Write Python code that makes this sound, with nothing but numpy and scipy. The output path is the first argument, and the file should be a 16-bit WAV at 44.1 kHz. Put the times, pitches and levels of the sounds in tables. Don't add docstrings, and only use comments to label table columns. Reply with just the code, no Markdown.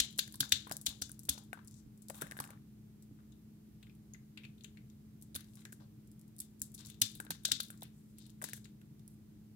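import sys
import numpy as np
from scipy import signal
from scipy.fft import rfft, irfft, next_fast_len
from scipy.io import wavfile
from scipy.ndimage import uniform_filter1d

SR = 44100
rng = np.random.default_rng(int(sys.argv[2]) if len(sys.argv) > 2 else 0)


def how_loud(loudness_db):
    steps = np.asarray(loudness_db, float) / 20
    return 10 ** steps


def generate_wav(sig):
    pcm = np.round(np.clip(np.atleast_2d(sig).T, -1, 1) * 32767).astype(np.int16)
    wavfile.write(sys.argv[1], SR, pcm)


N = 421155
BURST = 2048
FREQS = np.arange(BURST // 2 + 1) * SR / BURST


def level(x, db):
    return x * how_loud(db) / np.sqrt(np.mean(x ** 2))


def ring(f, hz, width):
    return 1j * f * width / (hz ** 2 - f ** 2 + 1j * f * width)


def walk(rate):
    k = int(SR / rate)
    steps = np.repeat(rng.standard_normal(N // k + 1), k)
    return uniform_filter1d(uniform_filter1d(steps, k), k)[:N]


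def add(out, s, sound):
    i = int(s * SR)
    sound, i = sound[..., max(-i, 0):], max(i, 0)
    out[..., i:i + sound.shape[-1]] += sound[..., :N - i]


def burst(out, s, ms, colours, dbs, count=20, scatter_db=2.5, slope_db=-17, after_ms=2.2, trail=1.6,
          wet_db=0, near_db=-22, near_t60=.05, pan_db=0, mat_db=-99):
    t = np.arange(BURST) / SR
    when, size, sign = rng.random((3, count))
    when = (2 * when - 1) * (np.arange(count) > 0)
    size = how_loud(slope_db * np.abs(when) - scatter_db * np.log(1 - size) + 2.5 * (when == 0))
    size = size * np.sign(sign - .5)
    lead_ms = 0.9 * np.clip(ms - .5, .05, 8)
    lags = (lead_ms + when * np.where(when < 0, lead_ms, after_ms + trail * ms)) / 1000
    run = size @ np.exp(-2j * np.pi * np.outer(lags, FREQS))
    run = run * (1 + how_loud(mat_db) * np.exp(-2j * np.pi * FREQS * 6.1 / 1000))
    parts = irfft(run * np.array(colours))
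    gains = how_loud(dbs) / np.abs(parts).max(axis=1)

    delay = np.exp(-2j * np.pi * lags[0] * FREQS)
    strength = np.sqrt(np.sum(size ** 2))
    blur = irfft(gains @ colours * delay) * strength
    near = rng.standard_normal((2, BURST)) * how_loud(near_db - 60 * t / near_t60)
    near = signal.fftconvolve(blur[None], near, axes=1)[:, :BURST]
    far_gains = gains * how_loud([0, -1])[:len(gains)]
    far = irfft(far_gains @ colours * delay) * strength
    direct = (gains @ parts + near) * how_loud([[pan_db / 2], [-pan_db / 2]])
    add(out, s - lags[0], np.vstack([direct, how_loud(wet_db) * far]))


# (frequency [Hz], width [Hz], share [gain])
BAR_MODES = [
    (3550, 190, 0.73),
    (5000, 2000, .6),
]


def crack(out, s, db, hz, edge_db, q, ms, bar=0, **echo):
    f = FREQS
    edge = ring(f, 8900, 5200) * ring(f, 11000, 11000)
    broad = ring(f, 6000, 2400) * ring(f, 7100, 4600)
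    strip = ring(f, hz, hz / q) * ring(f, hz, 2.2 * hz) + np.exp(-q / 2) * broad
    own = sum(0.48 * ring(f, m, m / 16) for m in 3100 * 2.7 ** rng.random(5))
    whole = sum(bar * share * ring(f, m, width) for m, width, share in BAR_MODES)
    burst(out, s, ms, [strip * (1 + own + whole), edge], db - 3 + np.array([0, edge_db]), **echo)


def build_ms(edge_db):
    return 1.1 - 0.1 * edge_db


def small_crack(out, s, db, hz, edge_db):
    crack(out, s, db, hz, edge_db, 1.5, build_ms(edge_db), near_db=-24.5, wet_db=-1, after_ms=1.2, trail=.6)


# (time [s], peak level [dB], ring [Hz], edge over peak [dB])
SNAPS = [(.0012, -12, 3520, -14.5), (0.1913, -19, 3700, -6), (0.3418, -43, 4530, 0.5),
         (0.406, -17, 4500, -4.5), (0.5221, -14, 3470, -11), (0.713, -33.5, 6600, -7),
         (0.8655, -21.5, 3700, -15), (0.8906, -41, 3700, 3), (1.0195, -29.5, 3840, -6.5),
         (1.0195, -26.5, 7600, -15), (1.291, -18, 3920, -0.5), (1.38, -44.5, 5000, -7.5),
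         (1.6803, -48.5, 7200, -5.5), (2.4013, -36.5, 5970, 7.5), (5.3516, -35.5, 6340, 5.5),
         (5.3548, -40, 6140, 4), (5.36, -33.5, 3900, 4), (6.402, -40, 6170, 11), (6.85, -44, 4480, -8.5),
         (7.017, -18, 5600, 4.5), (7.0186, -13.5, 3540, -14), (7.3054, -30.5, 5100, 2),
         (7.308, -31, 3550, -13), (7.451, -33, 3640, -13.5), (7.4525, -21, 4100, -13),
         (7.518, -16, 3940, -16), (7.6035, -24, 4070, -3.5), (7.607, -45, 3850, -6),
         (7.831, -44.5, 4500, 6), (8.645, -48, 4390, -16.5)]
# (time [s], peak level [dB], ring [Hz], edge [dB])
AFTERSNAPS = [
    (1.294, -24.5, 8500, -2.5),
    (1.0215, -29, 4000, -25.5),
    (0.0022, -20, 3800, -28.5),
    (7.5195, -30, 3400, -25.5),
    (7.4535, -28, 4800, -12.5),
]


def snaps():
    out = np.zeros((3, N))
    for s, db, hz, edge_db in SNAPS + AFTERSNAPS:
        crack(out, s, db - .55, hz, edge_db, 1.5, 1.6 + build_ms(edge_db), bar=.9, pan_db=-4,
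              near_db=-17, near_t60=.031, mat_db=-12.5)
        if db > -27:
            for late in rng.random(6):
                small_crack(out, s + (.098 + late) * .15, db - 42.5 - 11 * late, 6660, 11)
    return out


# (time [s], peak level [dB], edge [dB])
CHIPS = [(.1861, -37, 15.5), (.4032, -42.5, 22.5), (.8624, -29.5, 8), (1.117, -50, 19), (2.3747, -55, 17),
         (5.3461, -41, -6), (5.407, -46.5, 3.5), (6.4168, -46, 10), (7.152, -44.5, 7.5), (7.4351, -55, 11),
         (7.5997, -45, -7), (7.6317, -40.5, 8), (7.704, -50.5, 10.5), (7.8207, -40, -6),
         (8.184, -49.5, 7.5), (8.265, -50, 5.5), (8.296, -51, -8), (8.4223, -43.5, 14), (8.995, -55.5, -5)]
# (time [s], peak level [dB], edge [dB])
CRUMBS = [
    (.6742, -52, 9),
    (1.5312, -51, 15),
    (2.145, -46.5, -3),
    (2.2124, -42, 7),
    (2.2187, -38, 11.5),
    (2.2688, -55, 7.5),
    (2.369, -51, 6),
    (2.5047, -45, 5.5),
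    (8.4163, -56, 14),
    (8.814, -58.5, -6),
]
# (time [s], peak level [dB], edge [dB])
BITES = [(.1778, -48, 8), (.2775, -43.5, 3), (.4928, -41.5, -9.5), (.7678, -37, 13.5), (.8135, -58, 23),
         (1.094, -48, 6.5), (1.1928, -51.5, 15), (1.2333, -65, 20), (1.6748, -57, 14), (1.711, -52.5, 1),
         (1.7421, -54.5, -22), (2.084, -51, 7.5), (2.0992, -48.5, 14.5), (2.3115, -41, 3.5),
         (2.3201, -48.5, 11), (5.2235, -60, 16.5), (5.6523, -42, -5.5), (5.7233, -50.5, 8),
         (6.3834, -61.5, 16), (6.405, -57, -8), (6.6177, -41.5, 21.5), (6.7462, -52, 12),
         (6.7496, -57, 6.5), (7.0142, -37.5, 5.5), (7.2022, -47, 19.5), (8.3017, -51.5, 0),
         (8.4405, -32.5, 3.5), (8.4877, -47, 7), (8.5336, -34, 4.5), (9.0785, -53, 11)]
# (time [s], peak level [dB])
FAINT_BITES = [(0.183, -53), (0.3234, -55), (.3562, -47), (0.398, -58), (0.858, -51), (1.252, -55.5),
               (1.271, -64), (1.647, -64), (1.9757, -67.5), (2.02, -62.5), (2.216, -67), (2.44, -57),
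               (2.476, -58), (5.213, -66.5), (5.555, -55.5), (5.728, -57), (6.074, -65), (6.1154, -65),
               (6.1943, -62), (6.2138, -59.5), (6.3649, -58.5), (6.3898, -49), (6.596, -64.5), (6.603, -60.5),
               (6.718, -61.5), (6.7424, -57), (7.001, -63), (7.25, -56.5), (7.8082, -63.5), (8.496, -51)]
# (time [s], peak level [dB], ring [Hz], edge [dB])
GRAINS = [(.695, -49, 7000, 5), (.721, -34.5, 6000, 3), (1.0155, -44, 5000, 7.5), (1.131, -68, 9000, 8),
          (1.144, -65, 9000, 3.5), (1.388, -53, 8000, 5.5), (2.1536, -52, 9600, 6), (2.25, -59, 5000, 3),
          (2.39, -47, 4000, 1), (2.45, -52, 7000, 8), (4.9, -56, 4500, -13.5), (6.279, -67.5, 9100, 12),
          (6.7415, -58, 7020, -3), (6.7498, -45, 7480, 5), (6.779, -46, 3890, -3), (6.791, -47, 4800, -12),
          (6.807, -49, 3810, -10), (6.86, -46, 7530, 5), (6.869, -44, 6510, -5), (6.886, -53.5, 7000, 5),
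          (6.9001, -38.5, 3480, 1.5), (6.9437, -50, 3540, -5), (7.48, -51, 9000, 13), (7.684, -54, 7940, 6),
          (8.428, -45, 5000, -1), (8.447, -41, 6050, -1), (8.538, -44, 6000, 3), (8.56, -53, 4200, -0.5),
          (8.65, -58.5, 6400, -7.5), (8.655, -48.5, 2400, -14), (2.108, -58, 5000, 3),
          (2.168, -58, 9000, 0), (2.23, -62, 4500, -3), (2.276, -54, 5000, 0), (2.408, -57, 6000, -1),
          (2.42, -51, 3500, 2), (2.534, -64.5, 1800, -6), (7.318, -36, 1700, -6), (7.349, -51, 1700, -12),
          (7.115, -53, 8000, 6), (7.65, -52, 6000, 5), (8.466, -51, 6500, 1), (5.4442, -52, 4200, -3),
          (5.485, -61, 3480, -8), (5.535, -58, 4000, -10), (5.572, -56, 6380, -2), (5.607, -61, 5900, 3),
          (7.775, -56, 7500, -11), (8.816, -56.5, 2550, -8), (6.92, -58, 3700, -7)]


def small_breaks():
    out = np.zeros((3, N))
    for rows, hz in [(CHIPS, 3930), (CRUMBS, 2070), (BITES, 6600)]:
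        for s, db, edge_db in rows:
            small_crack(out, s, db, hz, edge_db)
    for s, db in FAINT_BITES:
        small_crack(out, s, db, 6660, 12.5)
    for row in GRAINS:
        small_crack(out, *row)
    return out


# (time [s], peak level [dB], ring [Hz], edge [dB], ring sharpness Q [1])
TICKS = [(3.024, -57.5, 7400, 0, 1.7), (3.321, -58, 3630, -20.5, 2), (3.828, -48, 2670, -8, 3.1),
         (3.869, -51.5, 2070, -22, 6), (3.896, -58, 2440, -8, 12), (3.9506, -70, 2330, 10.5, 5),
         (4.136, -45.5, 6570, -6, 20), (4.1454, -50.5, 2020, -19, 10), (4.374, -41.5, 2420, -19, 6.6),
         (4.4347, -48, 2440, -18, 11), (4.4418, -44, 2490, -27, 22), (4.4508, -43, 2520, -26, 9.5),
         (4.58, -62.5, 3500, -14, 3.3), (4.6083, -53, 3400, -18, 3), (4.637, -51, 6440, -9, 6.4),
         (4.6442, -39, 2850, -16, 2.1), (4.7716, -51.5, 2170, -21, 7.5), ]


def ticks():
    out = np.zeros((3, N))
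    for row in TICKS:
        crack(out, *row, .708, near_db=-22, wet_db=-2.5)
    return out


# (time [s], peak level [dB], ring [Hz])
KNOCKS = [(.188, -32.5, 1660), (0.404, -30, 1610), (.428, -35, 1500), (.52, -28.5, 1740),
          (0.695, -45, 1590), (.862, -52, 1360), (1.019, -39.5, 1420), (1.286, -37, 1340),
          (1.529, -31, 1500), (2.22, -28, 1590), (2.319, -35, 1770), (2.367, -41.5, 1660),
          (2.388, -34, 1750), (4.372, -51, 1960), (5.352, -44, 1700), (5.652, -43, 1800),
          (5.725, -44.5, 1590), (6.615, -51, 1660), (7.013, -47, 1770), (7.199, -37, 1550),
          (7.265, -46, 1490), (7.305, -37, 1570), (7.449, -36.5, 1570), (7.513, -34, 1460),
          (7.6, -36.5, 1350), (7.701, -43, 1500), (8.415, -41.5, 1770), (8.44, -35, 1750),
          (8.487, -42, 1770), (8.5315, -34.5, 1760),
          (-.001, -41, 656), (0.341, -51, 1700), (0.668, -43.5, 483), (.711, -33, 1580), (0.712, -32, 624),
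         (1.376, -45, 880), (1.53, -39.5, 723), (2.096, -43.5, 470), (2.102, -37, 596), (2.218, -37, 590),
         (2.318, -54, 1170), (2.402, -32, 1010), (2.504, -48, 573), (5.361, -43, 1250), (7.204, -46, 916),
         (7.305, -38.5, 850), (7.485, -46, 640), (7.823, -40.5, 730), (8.418, -43, 1030), (8.442, -38, 923),
          (.277, -49, 1700), (.342, -51, 1000), (.669, -45, 990), (.864, -49, 734), (1.019, -46.5, 705),
        (1.094, -48.5, 1450), (1.573, -49, 900), (2.099, -43.5, 1860), (2.267, -47, 1820),
        (2.311, -39, 1800), (2.439, -40, 1780), (2.473, -50, 1790), (2.503, -55, 1810),
        (2.532, -50.5, 1300), (2.573, -60, 1820), (3.188, -61, 1289), (5.57, -57, 1000), (5.799, -59, 1500),
        (7.016, -46, 622), (8.427, -41.5, 603), (8.575, -58, 1600), (8.814, -61.5, 1510)]


def knocks():
    out, f = np.zeros((3, N)), FREQS
    body = ring(f, 440, 1300) * ring(f, 430, 1700)
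    soft = 1 / (1 + 1j * f / 2600) ** 2
    ms = 1.2
    for s, db, hz in KNOCKS:
        colour = soft * (ring(f, hz, hz / 5) * ring(f, hz, 5.5 * hz) + .24 * body)
        burst(out, s + ms / 1000, ms, [colour], [db - 1], near_db=-34, wet_db=-12, slope_db=-36, after_ms=1.2)
    return out


# (time [s], length [s], level [dB], centre [Hz])
DRAG = [(.236, .12, -88, 9500), (.668, .08, -68, 900), (1.528, .075, -66, 1150), (1.686, .13, -78, 6800),
        (2.134, .064, -65, 11000), (2.09, .46, -68, 1000), (2.12, .41, -76, 8000), (2.505, .07, -71, 1100),
        (3.184, .026, -75, 1250), (5.455, .13, -80, 8800), (5.565, .035, -72, 3200),
        (5.55, .085, -75, 8400), (5.566, .03, -76, 1200), (7.818, .045, -68, 2200), (5.795, .05, -70, 680),
        (5.795, .056, -79, 4200), (6.772, .05, -67, 4200), (6.775, .05, -71, 9000),
        (6.845, .085, -71, 3900), (6.845, .07, -67, 7500), (6.775, .14, -76, 1000), (7.196, .11, -73, 1000),
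        (8.158, .13, -77, 4200), (8.41, .1, -70, 2400), (9.096, .06, -79, 9200),
        (7.9, .27, -85, 8400), (6.772, .15, -73, 2800), (5.595, .035, -75, 2300), (8.45, .14, -75, 3500),
        (8.53, .06, -70, 9900), (5.36, .07, -72, 1900), (.41, .08, -68, 910), (1.3, .07, -71, 700),
        (2.138, .065, -73, 3200), (2.265, .03, -71, 1900), (7.705, .045, -76, 1500), (.87, .07, -72, 800)]


def drag():
    out = np.zeros((3, N))
    flicker = how_loud(3.5 * walk(70))
    for s, length, db, hz in DRAG:
        size = int(length * SR)
        hit, power, left, right = rng.random((4, SR))
        grains = (hit < .3 * hz / SR) * how_loud(-2.7 * np.log(1 - .97 * power))
        grit = grains * np.sign([left - .5, right - .5])
        grit = irfft(rfft(grit) * ring(np.arange(SR // 2 + 1), hz, hz / 1.1) ** 2)[:, :size]
        grit = level(grit, db) * signal.windows.tukey(size, .4)
        add(out, s, grit[[0, 1, 0]])
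    return out * flicker


# (time [s], width [s], level [dB])
ECHOES = [
    (.021, .004, 3),
    (0.041, .006, 2.5),
    (.07, .008, -1.5),
]
# (frequency [Hz], width [Hz], boost [dB])
PORTS = [
    [(1550, 230, 6), (2400, 3300, -4), (3700, 710, 6.5), (7600, 1700, 4), (5600, 7000, 2.5)],
    [(1550, 250, 3.5), (2730, 200, 3), (3700, 140, 6.5), (7020, 2000, -8.5), (11600, 4800, 12.5)],
]


def space(soap):
    t = np.arange(SR // 2) / SR
    noise = rng.standard_normal((2, 2, SR // 2))
    noise = 0.55 * noise * np.abs(noise) ** 0.9
    dull = signal.sosfilt(signal.butter(2, 6500, fs=SR, output="sos"), noise[0])
    bright = signal.sosfilt(signal.butter(2, 6500, "high", fs=SR, output="sos"), noise[1])
    walls = dull * how_loud(-60 * t / .3) + bright * how_loud(-5 - 60 * t / .18)
    walls = how_loud(-33) * walls * np.clip(t / .0032, 0, 1)
    walls = walls * how_loud(sum(db * np.exp(-((t - s) / w) ** 2) for s, w, db in ECHOES))
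    air = soap[:2] + signal.fftconvolve(soap[2:], walls, axes=1)[:, :N]
    ports = [np.prod([1 + (how_loud(db) - 1) * ring(FREQS, hz, w) for hz, w, db in side], axis=0) for side in PORTS]
    ports[0] = ports[0] * np.exp(-2j * np.pi * FREQS * 17 / SR)
    return signal.fftconvolve(air, irfft(ports), axes=1)[:, :N]


# (time [s], left minus right level [dB])
HANDS = [
    (0, 9),
    (1.299, 12),
    (1.899, 15.5),
    (2.599, 8.5),
    (5.003, 10.5),
    (6.299, 10.5),
    (6.901, 12.5),
    (7.9, 10),
    (8.5, 13),
    (9.55, -7),
]


def hands(soap):
    pan_db = np.interp(np.arange(N) / SR, *np.transpose(HANDS))
    bass = signal.sosfilt(signal.butter(1, 650, fs=SR, output="sos"), soap)
    return bass + (soap - bass) * how_loud(np.array([pan_db, -pan_db]) / 2)


# (time [s], peak level [dB], frequency [Hz])
JOLTS = [(0, -41, 59), (0.406, -39.5, 132), (0.525, -42, 91.5), (0.711, -46, 157), (0.879, -46, 62.6),
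         (1.015, -45, 84.5), (1.293, -39.5, 73), (1.859, -51.5, 55.1), (2.231, -45.5, 164), (2.4, -44, 134),
         (3.112, -47.5, 110), (5.355, -46, 93), (6.617, -48.5, 78), (7.019, -41, 110), (7.159, -53, 51),
         (7.3, -43.5, 167), (7.524, -43.5, 130), (8.439, -49, 164)]


def jolts():
    out, t = np.zeros(N), np.arange(BURST * 4) / SR
    fade = how_loud(-60 * t / .13)
    table_top = how_loud(-5) * fade * np.sin(2 * np.pi * 270 * t)
    for s, db, hz in JOLTS:
        shake = fade * np.sin(2 * np.pi * hz * t) + table_top
        add(out, s, how_loud(db) * (1 - np.exp(-t / .00047)) * shake)
    out = signal.sosfilt(signal.butter(2, 40, "high", fs=SR, output="sos"), out)
    return out * how_loud([[-2.5], [2.5]])


def shaped(gain):
    size = next_fast_len(N)
    f = np.arange(1, size // 2 + 2) * SR / size
    return irfft(rfft(rng.standard_normal(size)) * gain(f), size)[:N]


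def colour(table):
    hz, db = np.transpose(table)
    return shaped(lambda f: how_loud(np.interp(np.log(f), np.log(hz), db)))


# (frequency [Hz], level per Hz [dB])
QUIET_MID = [(20, -54), (48, -17.5), (80, -20), (118, -3), (170, -8), (250, -15), (300, -23), (420, -23),
             (490, -34.5), (900, -41), (3000, -46), (9000, -48), (15500, -44.5), (16100, -64.5)]
# (frequency [Hz], level per Hz [dB])
QUIET_SIDE = [(15, -41.5), (25, -32), (53, -5.5), (288, -4), (368, -10.5), (433, -6), (553, -22),
              (979, -23), (2600, -27), (15200, -29), (16100, -48)]
# (frequency [Hz], width [Hz], level [dB])
HUM = [
    (110, 64, -66.5),
    (306.5, 34, -71),
    (61.7, 4.7, -72),
]


def background():
    mid = level(colour(QUIET_MID), -59.5)
    for hz, width, db in HUM:
        mid = mid + level(shaped(lambda f: ring(f, hz, width) ** 2), db)
    turns = np.cumsum(212.8 + .8 * walk(3)) / SR
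    mid = mid + level(np.sin(2 * np.pi * turns), -60) * how_loud(.7 * walk(6))
    deep = signal.sosfilt(signal.butter(2, 90, fs=SR, output="sos"), mid)
    side = level(colour(QUIET_SIDE), -70.5) - 0.26 * deep
    return np.array([mid + side, mid - side])


def scene():
    soap = snaps() + small_breaks() + ticks() + knocks() + drag()
    return hands(space(soap)) + jolts() + background()


def low_pass(x):
    return signal.sosfilt(signal.butter(12, 17030, fs=SR, output="sos"), x)


def record(dry):
    top = signal.ellip(8, .2, 60, 16400, fs=SR, output="sos")
    mix = signal.sosfilt(top, dry)
    return low_pass(mix)


dry = scene()
out = record(dry)
generate_wav(out)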